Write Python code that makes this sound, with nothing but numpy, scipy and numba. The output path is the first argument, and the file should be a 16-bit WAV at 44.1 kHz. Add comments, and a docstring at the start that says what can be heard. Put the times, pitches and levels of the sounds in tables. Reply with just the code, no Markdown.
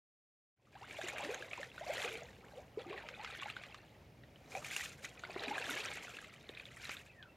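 """Slow wading fades in: legs slosh and splash along a flooded grassy path, close by.
Each leg pushes up a slosh of large bubbles, a splash of small ones and a fine spray. Air pockets gulp
around the feet, and single drops slap or crack on the surface. Behind the water lie quiet fields
and a far hum. Near the end come three short dull knocks and a distant bird's falling whistle."""
import sys
import numpy as np
from scipy import signal
from scipy.fft import rfft, irfft
from scipy.io import wavfile
from scipy.ndimage import uniform_filter1d
from numba import njit

SR = 44100
rng = np.random.default_rng(int(sys.argv[2]) if len(sys.argv) > 2 else 0)


def output_pcm(signal):
    """Save a mono or channel-first signal as 16-bit PCM at the path in sys.argv[1].

    Samples are clipped to [-1, 1] before scaling.
    """
    pcm = np.clip(np.atleast_2d(signal).T, -1, 1) * 32767
    wavfile.write(sys.argv[1], SR, np.round(pcm).astype(np.int16))


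N = 324660
TIME = np.arange(N) / SR

# leg strokes: t/s at full push, build/s, hold/s, settle/s, relative slosh/dB, splash/dB, spray/dB
LEG_PUSHES = [(1.035, 0.44, 0.066, 0.04, -55, -52, -62), (1.167, 0.16, 0.12, 0.4, -48, -51, -62),
              (1.532, 0.062, 0.11, 0.1, -59.5, -56.5, -67), (1.973, 0.26, 0.082, 0.26, -48.5, -46, -56.5),
              (2.575, 0.45, 0.02, 0.12, -57.5, -68, -75), (2.795, 0.045, 0.011, 0.13, -54, -58.5, -74),
              (2.912, 0.1, 0.014, 0.56, -52.5, -55, -76.5), (3.275, 0.41, 0.21, 0.12, -61, -53, -68.5),
              (3.6, 0.2, 0.07, 0.34, -62.5, -59.5, -75), (4.534, 0.089, 0.042, 0.19, -54, -57.5, -61.5),
              (4.705, 0.19, 0.15, 0.12, -64, -50.5, -54), (5.051, 0.073, 0.0058, 0.079, -57, -53, -57),
              (5.424, 0.31, 0.16, 0.27, -48.5, -50.5, -88), (5.705, 0.5, 0.11, 0.57, -52, -46, -55),
              (6.533, 0.17, 0.11, 0.4, -72.5, -62.5, -76), (6.863, 0.23, 0.068, 0.18, -85, -53, -60.5)]
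# tone of the splashing water: f/Hz, level/dB
WATER_EQ = [(120, -11.5), (250, -12), (450, 1.5), (720, 2), (1050, -3.5), (1600, -2), (2350, 1.5),
            (3200, -6.5), (3900, -8), (5000, -19), (7500, -16), (8100, -21), (15500, -36)]
# gulps of air around a foot and, in the last three rows, short dull knocks:
# t/s, starting f/Hz, time scale/s, relative level/dB, share of pitch climb per cycle
GULPS_AND_KNOCKS = [(0.751, 680, 0.024, -44, 0.023), (0.811, 660, 0.062, -46, 0.024),
                    (0.988, 632, 0.021, -40, 0.01), (1.038, 350, .013, -38, 0.01),
                    (1.19, 800, 0.074, -50, 0.01), (1.24, 273, 0.075, -47.5, 0.017),
                    (1.287, 397.5, 0.067, -41, 0.014), (1.438, 592, 0.017, -49, 0.016),
                    (1.578, 947, 0.0077, -42, .012), (1.597, 533, 0.023, -44.5, 0.013),
                    (1.808, 593, 0.031, -42, 0.018), (1.864, 640, 0.03, -38, 0.0097),
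                    (1.895, 527, 0.023, -32, .022), (1.923, 630, .018, -35.5, 0.0068),
                    (2.043, 441, 0.039, -41.5, 0.013), (2.11, 436, 0.13, -48.5, 0.0019),
                    (2.22, 635, 0.013, -42.5, 0.014), (2.42, 755, 0.15, -57.5, 0.027),
                    (2.568, 462, 0.04, -45.5, 0.019), (2.773, 400, 0.023, -34.5, 0.024),
                    (2.863, 334, 0.047, -44, 0.0067), (2.899, 379.7, 0.076, -46.5, 0.011),
                    (3.192, 798, 0.047, -45, 0.0066), (3.458, 775, 0.01, -35.5, 0.014),
                    (4.551, 737, 0.019, -37, 0.0054), (4.562, 543, 0.029, -41, 0.0048),
                    (5.297, 660, 0.0064, -41.5, 0.011), (5.361, 354, 0.0089, -39, .012),
                    (5.474, 253, 0.048, -46.5, 0.0096), (5.507, 780, 0.021, -34.5, 0.0085),
                    (5.677, 251.3, 0.1, -48, 0.014), (6.138, 430, 0.0053, -44, .02),
                    (6.495, 425, 0.0034, -37, .012), (6.893, 493, 0.0018, -39, .012)]
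# how much the slosh makes them tremble: slosh level/dB, flutter depth
FLUTTER_DEPTH = [(-66, .12), (-54, .5)]
# drops slapping the surface: t/s, relative level/dB, bubble f/Hz
SLAPPING_DROPS = [(0.754, -47.5, 1590), (0.909, -44.5, 2290), (1.014, -39.5, 1640), (1.074, -41, 2780),
                  (1.084, -39.5, 1810), (1.086, -38.5, 6950), (1.099, -41, 2320), (1.182, -38, 2410),
                  (1.34, -43, 1590), (1.345, -37, 6440), (1.424, -40.5, 1634), (1.512, -44, 2270),
                  (1.533, -36.5, 2500), (1.554, -50, 1950), (1.631, -38, 1780), (1.78, -43.5, 1480),
                  (1.98, -39, 1880), (2.047, -36.5, 2350), (2.154, -42.5, 2320), (2.928, -44.5, 1070),
                  (2.978, -42.5, 1850), (3.025, -49, 2360), (3.424, -41.5, 1110), (3.432, -38, 2730),
                  (3.5, -36, 2740), (3.566, -40, 1475), (4.236, -55, 1870), (5.194, -49.5, 6530),
                  (4.359, -55, 2970), (4.551, -39, 2300), (4.646, -39.5, 2380), (4.711, -38, 2050),
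                  (4.764, -31, 2720), (4.809, -38, 1960), (5.046, -41.5, 1980), (5.237, -39, 1440),
                  (5.25, -41.5, 2050), (5.482, -37, 2430), (5.581, -33, 1650), (5.699, -52, 2310),
                  (5.708, -36, 3560), (6.143, -50, 2520), (6.168, -43, 2660), (6.187, -44.5, 1655),
                  (6.244, -47.5, 2050), (6.338, -53, 2310), (6.491, -42.5, 3630), (6.55, -48, 3570),
                  (6.573, -45, 2420), (6.598, -43.5, 2470), (6.655, -46, 3500), (6.843, -46, 2310),
                  (6.853, -43, 3900), (6.916, -40.5, 2340), (6.968, -43.5, 3600), (7.227, -48.5, 3230)]
# tone of their smack: f/Hz, level/dB
SMACK_EQ = [(50, -29), (200, -7), (700, -10.5), (2400, 1.5), (4000, -2.5), (5500, -26), (15500, -40.5)]
# hard drops cracking on the surface: t/s, peak level/dB, crater f/Hz
HARD_DROPS = [(1.249, -34, 1900), (3.088, -35, 1460), (3.247, -31.5, 1310), (3.637, -37, 2290),
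              (3.745, -38.5, 1180), (5.437, -31, 1950), (5.74, -34, 1920), (6.894, -32.5, 1330)]
# tone of their crack: f/Hz, level/dB
CRACK_EQ = [(150, -34), (800, -0.5), (2600, 6.5), (5300, -9.5), (7400, -13), (9000, -25), (15500, -41)]
# the bird's slurred notes: t/s, length/s, first f/Hz, last f/Hz, level/dB
BIRD_NOTES = [(7.06, .07, 2900, 2100, -62), (7.13, .15, 1980, 1270, -58), (7.28, .04, 2680, 2800, -60)]
# tone of the air over the fields: f/Hz, level/dB
AIR_EQ = [(20, -23), (55, -3.5), (130, -1.5), (350, -11), (620, -11), (1100, -23.5), (2200, -22),
          (6000, -37), (15500, -45.5)]
# tone of the air that differs between left and right: f/Hz, level/dB
AIR_SIDE_EQ = [(100, 0), (1500, -2.5), (8000, -28.5)]
# partials of the far hum: f/Hz, level/dB
HUM_PARTIALS = [(61.5, -81), (122.5, -75), (183, -91.5)]
# the microphone's treble peaks and hollows: f/Hz, level/dB
MIC_EQ = [(4200, 2), (5300, 5), (7450, 2.5), (7950, -1), (8600, 3.5), (10500, 2.5), (12300, 6)]


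def wading(slosh_db, splash_db, spray_db):
    """Large bubbles slosh around the shin, smaller ones splash, and spray patters down."""
    slosh = bubble_swarm(slosh_db - 2.5, full_db=-47.5, band_hz=(215, 1101), per_s=240, cycles=31.7,
                         spread_db=-.5, rise=.23, froth=.52, patter_db=3.5, lap_db=-2.5, thinning=.5)
    splash = bubble_swarm(splash_db, full_db=-52, band_hz=(1100, 5196), per_s=1150, cycles=42,
                          spread_db=2.9, rise=.09, froth=.28, patter_db=1.6, lap_db=2.2, thinning=.55)
    spray = bubble_swarm(spray_db, full_db=-62, band_hz=(4436, 14000), per_s=1400, cycles=24,
                         spread_db=4.2, rise=.05, froth=.7, patter_db=3.2, lap_db=4.5, thinning=.25)
    return slosh + splash + spray


def leg_envelopes(lapping_db=(-73, -83, -92), ramp_db=20):
    """Slosh, splash and spray levels in dB: each push builds, holds and settles over lapping water."""
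    levels = []
    for layer, floor_db in enumerate(lapping_db):
        power = undb(floor_db) ** 2
        for at, build_s, hold_s, settle_s, *full_db in LEG_PUSHES:
            t = TIME - at
            away = np.maximum(-t / build_s, 0) + np.maximum((t - hold_s) / settle_s, 0)
            power = power + undb(full_db[layer] - ramp_db * away) ** 2
        levels.append(10 * np.log10(power))
    return levels


def bubble_swarm(level_db, full_db, band_hz, per_s, cycles, spread_db, rise, froth,
                 patter_db, lap_db, thinning):
    """Churned water: bubbles ring in clumps over a bed of froth, growing sparser below full_db."""
    when, pitch, life, loudness, luck = rng.random((int(per_s * N / SR), 5)).T
    birth = (when * N).astype(int)
    density = undb(thinning * np.minimum(level_db - full_db, 0))
    low_hz, high_hz = band_hz
    hz = low_hz + (high_hz - low_hz) * pitch
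    clumps = undb(patter_db * wander(89.2) + lap_db * wander(29))  # quick patter on slower laps
    gain = undb(-spread_db * np.log(loudness + .001)) * np.sqrt(hz) * clumps[birth]
    gain *= luck < density[birth]
    rings = bubbles(birth / SR, hz, cycles * 2 ** (2 * life - 1), gain, rise, N)
    band = signal.butter(2, band_hz, "band", fs=SR, output="sos")
    rings = signal.sosfilt(band, rings)  # pinching off takes a cycle or two, which rounds the attack
    foam = signal.sosfilt(band, rng.standard_normal(N)) * clumps * np.sqrt(density)
    water = colour(unit(rings) + froth * unit(foam), WATER_EQ)
    # the leg's push is shared among the bubbles of each moment
    power = smooth(water ** 2, int(.05 * SR))
    return undb(level_db) * water / np.sqrt(power + 1e-9)


@njit
def bubbles(start_s, hz, cycles, gain, rise, length):
    """Each bubble rings down 60 dB in its number of cycles; its pitch climbs as it nears the surface."""
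    out = np.zeros(length)
    for k in range(len(start_s)):
        first, life = int(start_s[k] * SR), int(cycles[k] / hz[k] * SR) + 2
        turn = 2 * np.pi * hz[k] / SR
        ring = gain[k] + 0j
        step = np.exp(1j * turn - np.log(1000) / life)
        glide = np.exp(1j * turn * rise / life)
        for i in range(first, min(first + life, length)):
            ring *= step
            step *= glide
            out[i] += ring.imag
    return out


def gulps_and_knocks(slosh_db, attack_share=.076, decay=1.4, flutter_hz=170, burst_size=1 / 3):
    """A gulp is an air pocket sweeping up as it shrinks; a knock is a dull tone of just a few cycles."""
    out = np.zeros(N)
    for at, hz, scale_s, db, climb in GULPS_AND_KNOCKS:
        t = np.arange(int(1.94 * scale_s * SR)) / SR
        age = t / scale_s
        size = 1 - climb * hz * t
        pitch = hz / np.maximum(size, burst_size)
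        phase = 2 * np.pi * np.cumsum(pitch) / SR
        intact = np.clip(10 * (size - burst_size), 0, 1)  # falls to zero if a gulp bursts
        release = 1 - (t / t[-1]) ** 4
        envelope = (1 - np.exp(-age / attack_share)) * np.exp(-decay * age) * release * intact
        depth = np.interp(slosh_db[int(at * SR)], *np.transpose(FLUTTER_DEPTH))
        swell, skew = (depth * wander(flutter_hz, len(t)) for _ in range(2))
        add(out, at, undb(db) * envelope * ((1 + swell) * np.sin(phase) + skew * np.cos(phase)))
    return out


def drop_slaps(spray_db, scatter_s=.0079, pinch_s=.0004, ring_gain=2.06, sizzle_db=66, trim_db=3.5):
    """A drop smacks, scatters droplets and traps a ringing bubble; it sizzles more in thick spray."""
    out, t = np.zeros(N), np.arange(3072) / SR
    treble = signal.butter(2, [5200, 13000], "band", fs=SR, output="sos")
    for at, db, hz in SLAPPING_DROPS:
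        burst = .33 * rng.standard_normal(len(t)) * np.exp(-t / scatter_s)
        burst[0] += 2.02  # the impact
        smack = colour(burst, SMACK_EQ)
        sizzle = undb(spray_db[int(at * SR)] + sizzle_db) * colour(signal.sosfilt(treble, burst), WATER_EQ)
        ring = plink(hz, len(t), cycles=36, rise=.082) * (1 - np.exp(-t / pinch_s))
        drop = (smack + sizzle) / np.abs(smack).max() + ring_gain * ring
        add(out, at, undb(db + trim_db) * drop / np.abs(drop).max())
    return out


def drop_cracks(scatter_s=.007, ring_gain=.85):
    """A hard drop cracks on the surface; its crater rings, rising as it closes, and droplets follow."""
    out, t = np.zeros(N), np.arange(2048) / SR
    for at, db, hz in HARD_DROPS:
        burst = .085 * rng.standard_normal(len(t)) * np.exp(-t / scatter_s)
        burst[0] += 1  # the impact
        crack = colour(burst, CRACK_EQ)
        crater = plink(hz, len(t), cycles=20, rise=.15) * (1 - np.exp(-t * hz))
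        drop = crack / np.abs(crack).max() + ring_gain * crater
        add(out, at, undb(db) * drop / np.abs(drop).max())
    return out


def plink(hz, length, cycles, rise):
    """The rising ring of a single bubble."""
    return bubbles(np.zeros(1), np.array([float(hz)]), np.array([float(cycles)]), np.ones(1), rise, length)


def outdoor_tail(x, t60_s, wet_db):
    """The wader's body, grassy banks and fields scatter back a short reverb tail."""
    t = np.arange(int(.2 * SR)) / SR
    tail = rng.standard_normal(len(t)) * undb(-60 * t / t60_s) * (t > .003)
    return undb(wet_db) * signal.fftconvolve(x, tail / np.linalg.norm(tail))[:N]


def bird(bend=1.6, waver=.022, crest_share=.65, edge_db=-14):
    """A far bird slurs unsteady whistles; each swells and fades while its slide steepens."""
    out = np.zeros(N)
    for at, length_s, first_hz, last_hz, db in BIRD_NOTES:
        age = np.linspace(0, 1, int(length_s * SR))
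        slide = first_hz * (last_hz / first_hz) ** (age ** bend)
        pitch = slide * (1 + waver * wander(350, len(age)))
        swell_db = np.interp(age, [0, crest_share, 1], [edge_db, 0, edge_db])
        flicker_db = 2 * wander(150, len(age))
        add(out, at, np.sin(2 * np.pi * np.cumsum(pitch) / SR) * undb(db + swell_db + flicker_db))
    return out


def field_air(level_db=-63.6):
    """A soft, dark bed of outdoor air that gently breathes."""
    breath_db = .9 * wander(4)
    return undb(level_db + breath_db) * unit(colour(rng.standard_normal(N), AIR_EQ))


def far_hum(drift=.01136):
    """A low, distant hum: the partials drift together in pitch and waver separately in level."""
    clock = TIME + np.cumsum(drift * wander(5.9)) / SR
    return sum(np.sqrt(2) * undb(db + 1.5 * wander(7)) * np.sin(2 * np.pi * hz * clock)
               for hz, db in HUM_PARTIALS)


def undb(db):
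    """Decibels to gain."""
    return 10 ** (np.asarray(db) / 20)


def unit(x):
    """Scale to rms 1."""
    return x / np.sqrt(np.mean(x ** 2))


def smooth(x, width):
    """Two passes of a moving average, `width` samples wide."""
    return uniform_filter1d(uniform_filter1d(x, width), width)


def wander(rate, size=N):
    """Smooth random modulation, rms near 1, that changes about `rate` times a second."""
    width = max(int(SR / rate), 2)
    drift = unit(smooth(rng.standard_normal(size + 8 * width), width))
    return drift[4 * width:4 * width + size]


def colour(x, curve, size=4096):
    """Minimum-phase EQ along a curve of f/Hz, level/dB, so that attacks stay sharp."""
    hz, db = np.transpose(curve)
    log_hz = np.log(np.fft.rfftfreq(size, 1 / SR) + 1)
    log_gain = np.log(undb(np.interp(log_hz, np.log(hz), db)))
    cepstrum = irfft(log_gain)[:size // 2]
    cepstrum[1:] *= 2
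    impulse = irfft(np.exp(rfft(cepstrum, size)))
    return signal.fftconvolve(x, impulse)[:len(x)]


def add(out, at, sound):
    """Mix a short sound in at `at` seconds."""
    start = max(int(at * SR), 0)
    out[start:start + len(sound)] += sound[:max(len(out) - start, 0)]


def scene():
    """Close water up front and dead centre; only the air of the fields has a little stereo width."""
    slosh_db, splash_db, spray_db = leg_envelopes()
    close = wading(slosh_db, splash_db, spray_db) + gulps_and_knocks(slosh_db)
    close += drop_slaps(spray_db) + drop_cracks()
    whistle = bird()
    close_tail = outdoor_tail(close, t60_s=.18, wet_db=-13)
    whistle_tail = outdoor_tail(whistle, t60_s=.14, wet_db=-2)
    mid = close + close_tail + whistle + whistle_tail + field_air() + far_hum()
    side = undb(-79) * unit(colour(rng.standard_normal(N), AIR_SIDE_EQ))
    return np.array([mid + side, mid - side])


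def record(dry, fade_in_s=(.56, .9), low_cut_hz=42, high_cut_hz=15800):
    """Fade in from silence; the microphone colours the treble and sheds deep bass and the very top."""
    fade = np.interp(TIME, fade_in_s, [0, 1])
    coloured = np.array([colour(channel, MIC_EQ) for channel in dry])
    low_cut = signal.butter(2, low_cut_hz, "high", fs=SR, output="sos")
    high_cut = signal.ellip(10, .2, 70, high_cut_hz, fs=SR, output="sos")
    return signal.sosfilt(high_cut, signal.sosfilt(low_cut, coloured * fade))


dry = scene()
out = record(dry)
output_pcm(out)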